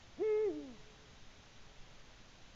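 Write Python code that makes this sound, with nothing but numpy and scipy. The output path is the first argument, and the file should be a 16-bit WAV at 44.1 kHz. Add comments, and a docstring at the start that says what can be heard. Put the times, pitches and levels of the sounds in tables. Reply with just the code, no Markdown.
"""A forest: an owl on the rim of a stick nest gives one low hoot, a quick rise, a level hold, then a
soft falling tail. The voice is a nearly pure tone, its faint upper harmonics coloured by the throat.
The trunks around answer it with echoes that flicker in the moving air. A steady hiss, slow wind
on the microphone and a faint whine of the electronics lie under it."""
import sys
import numpy as np
from scipy import signal
from scipy.fft import rfft, irfft, next_fast_len
from scipy.io import wavfile
from scipy.ndimage import uniform_filter1d, map_coordinates

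SR = 44100
rng = np.random.default_rng(int(sys.argv[2]) if len(sys.argv) > 2 else 0)


def store_wav(level_fs):
    """Save 16-bit WAV to argv[1]."""
    pcm = np.round(np.clip(np.atleast_2d(level_fs), -1, 1) * 32767)
    wavfile.write(sys.argv[1], SR, pcm.T.astype(np.int16))


N = 112454

# Tone of the steady hiss: frequency_hz, gain_db
HISS_SPECTRUM = [(20, -9), (65, -16), (100, -15), (150, -17.5), (250, -22.5), (400, -27), (600, -25.5),
                 (1000, -28.5), (3000, -30), (3950, -30), (4100, -33.5), (6300, -35), (7000, -38.5),
                 (7500, -49), (7900, -67.5), (15500, -68)]
# Tone of the wind rumble: frequency_hz, gain_db
WIND_SPECTRUM = [(1, -2), (4, 1.5), (15, -8), (22, -6.5), (30, -18), (60, -34), (120, -77.5)]
# Swells and lulls of the wind: time_s, level_db
WIND_GUSTS = [(0.0, -63), (0.23, -71), (0.52, -56.5), (1.16, -67), (1.3, -53.5), (1.45, -78), (1.65, -57),
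              (1.74, -70), (1.79, -55.5), (1.87, -64), (1.92, -51), (2.37, -68), (2.44, -56.5), (2.55, -73)]
# Drift of the electronic whine: time_s, pitch_hz
WHINE_PITCH = [(0, 6326), (.45, 6332), (.85, 6327), (1.05, 6339), (1.6, 6334), (1.95, 6342), (2.1, 6331),
               (2.55, 6334)]
# Reverb tails off the near and far trees: start_s, t60_s, gain_db
TREE_TAILS = [(.06, .6, -30), (.3, 4, -37)]
# Distinct echoes off single trunks and the forest edge: delay_s, gain_db
TRUNK_ECHOES = [(.125, -30), (.165, -23), (.36, -35), (0.471, -35), (.6, -37), (1.322, -46), (1.601, -49)]
# How well the trunks return each frequency: frequency_hz, gain_db
TRUNK_RESPONSE = [(250, -10), (310, -7), (390, -13), (425, 0), (900, 0), (3000, -6)]
# Contour of the hoot: time_s, pitch_hz, fundamental_db, second_harmonic_db, upper_harmonics_db
HOOT_CONTOUR = [(.168, 159.4, -73, -74.5, -83.5), (.178, 201.2, -65, -66, -74.5),
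                (.186, 240, -53.5, -59.5, -74), (.194, 317.6, -50, -57.5, -74.5),
                (.202, 330, -39.5, -49, -77.5), (.21, 353, -37.5, -48, -72.5),
                (0.219, 373.4, -32.5, -53.5, -64), (.226, 412, -33, -58, -75),
                (0.235, 431.4, -34, -60, -65), (.25, 438.6, -34, -62, -65.5), (.29, 432, -33, -59.5, -62),
                (.33, 423.1, -31.8, -57, -63), (.39, 428.4, -32.5, -58, -65), (.42, 437.2, -34, -60.5, -66),
                (.445, 428.8, -33, -62.5, -67), (0.475, 396, -33, -55, -66.5), (.49, 369, -35, -56, -70.5),
                (.506, 331.6, -38.5, -55.5, -78), (.522, 301, -46, -58, -76),
                (0.576, 301.3, -42.5, -61, -75.5), (.618, 287.4, -49, -61, -79),
                (.66, 271.7, -50, -59.5, -75.5), (0.709, 241.6, -54, -63, -77),
                (0.753, 212.4, -56.5, -70, -80), (.785, 173.2, -66.5, -82, -88),
                (.82, 123.7, -78, -90, -95)]
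# Balance of the upper harmonics ahead of the throat: harmonic_number, gain_db
UPPER_HARMONICS = [(3, 1), (4, -1.5), (5, -0.5), (6, -7)]
# Colour the throat gives the upper harmonics: frequency_hz, gain_db
THROAT_RESPONSE = [(650, 5.5), (900, 1), (1050, 1.5), (1150, -2.5), (1290, 0), (1560, -21.5), (1720, 2),
                   (1880, -5.5), (1990, 1.5), (2150, 6.5), (2400, -2), (2570, 3), (2800, -5.5)]

TIME_S = np.arange(N) / SR


def amp(db):
    """Decibels to linear gain."""
    return 10 ** (np.asarray(db) / 20)


def eq_db(curve, hz):
    """The gain of an EQ curve at hz, its points joined on a log frequency axis."""
    points_hz, gains_db = np.transpose(curve)
    return np.interp(np.log(hz + 1), np.log(points_hz + 1), gains_db)


def wobble(rate_hz):
    """A smooth random modulator with rate_hz random points a second."""
    points = rng.standard_normal(int(N * rate_hz / SR) + 4)
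    return map_coordinates(points, [TIME_S * rate_hz])


def filtered(x, response):
    """Zero-phase EQ; response gives the linear gain at each frequency."""
    size = next_fast_len(N + SR // 2)
    hz = np.fft.rfftfreq(size, 1 / SR)
    return irfft(rfft(x, size) * response(hz), size)[..., :N]


def noise(spectrum):
    """Coloured noise at an rms of 1."""
    coloured = filtered(rng.standard_normal(N), lambda hz: amp(eq_db(spectrum, hz)))
    return coloured / np.sqrt(np.mean(coloured ** 2) + 1e-20)


def hiss(level_db=-59):
    """The bed: steady broad noise, weighted to the low end."""
    return amp(level_db) * noise(HISS_SPECTRUM)


def wind():
    """Gusts on the microphone: a deep rumble that swells and sinks."""
    level_db = np.interp(TIME_S, *np.transpose(WIND_GUSTS))
    return amp(level_db) * noise(WIND_SPECTRUM)


def electronics_whine(tone_db=-83.5, sub_octave_db=-87):
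    """A thin drifting tone from the electronics, with a softer one an octave under it."""
    pitch_hz = np.interp(TIME_S, *np.transpose(WHINE_PITCH))
    phase = 2 * np.pi * np.cumsum(pitch_hz) / SR
    return np.sqrt(2) * (amp(tone_db) * np.sin(phase) + amp(sub_octave_db) * np.sin(phase / 2))


def forest_echoes(voice, flicker_db=2):
    """The trunks return a few clear echoes on scattered tails, flickering in the moving air."""
    impulse_response = np.zeros(N)
    for start_s, t60_s, gain_db in TREE_TAILS:
        tail = rng.standard_normal(N) * amp(-60 * TIME_S / t60_s) * (TIME_S > start_s)
        impulse_response += amp(gain_db) * tail / np.linalg.norm(tail)
    for delay_s, gain_db in TRUNK_ECHOES:
        impulse_response[round(delay_s * SR)] += amp(gain_db)
    wet = signal.fftconvolve(voice, impulse_response)[:N]
    wet = filtered(wet, lambda hz: amp(eq_db(TRUNK_RESPONSE, hz)))
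    return amp(flicker_db * wobble(rate_hz=14.17)) * wet


def harmonic(phase, level_db, shimmer_db=1):
    """One overtone of the voice, with a slight shimmer in level."""
    envelope = amp(level_db + shimmer_db * wobble(rate_hz=50))
    return envelope * np.sin(phase + rng.uniform(0, 2 * np.pi))


def owl_hoot(jitter_hz=1, rough_db_per_db=.08, side_offset_hz=94, side_gain_db=-33.5):
    """A nearly pure fundamental with a weak second harmonic; the upper harmonics pass the throat."""
    times_s, contour_hz, *levels_db = np.transpose(HOOT_CONTOUR)
    glide_hz = uniform_filter1d(np.interp(TIME_S, times_s, contour_hz), size=300)
    pitch_hz = glide_hz + jitter_hz * wobble(rate_hz=60)
    phase = 2 * np.pi * np.cumsum(pitch_hz) / SR
    fundamental_db, second_db, upper_db = [
        np.interp(TIME_S, times_s, db, left=-120, right=-120) for db in levels_db]
    # The hoot's fading tail sounds rougher, as if beating against its own reverb.
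    rough_db = rough_db_per_db * (fundamental_db.max() - fundamental_db) * wobble(rate_hz=45)
    # A faint side tone rides just above the fundamental.
    side_tone = amp(side_gain_db) * np.sin(phase + 2 * np.pi * side_offset_hz * TIME_S)
    voice = amp(fundamental_db + rough_db) * (np.sin(phase) + side_tone)
    voice += harmonic(2 * phase, second_db)
    for number, gain_db in UPPER_HARMONICS:
        throat_db = eq_db(THROAT_RESPONSE, number * pitch_hz)
        voice += harmonic(number * phase, upper_db + gain_db + throat_db)
    return np.sqrt(2) * voice


def scene():
    """The mono mix: the hoot and its echoes over wind, hiss and whine."""
    hoot = owl_hoot()
    return (hoot + forest_echoes(hoot) + wind() + hiss() + electronics_whine())[None]


def record(dry, cutoff_hz=15700):
    """A brick-wall low-pass on the whole mix."""
    return filtered(dry, lambda hz: hz < cutoff_hz)


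dry = scene()
out = record(dry)
store_wav(out)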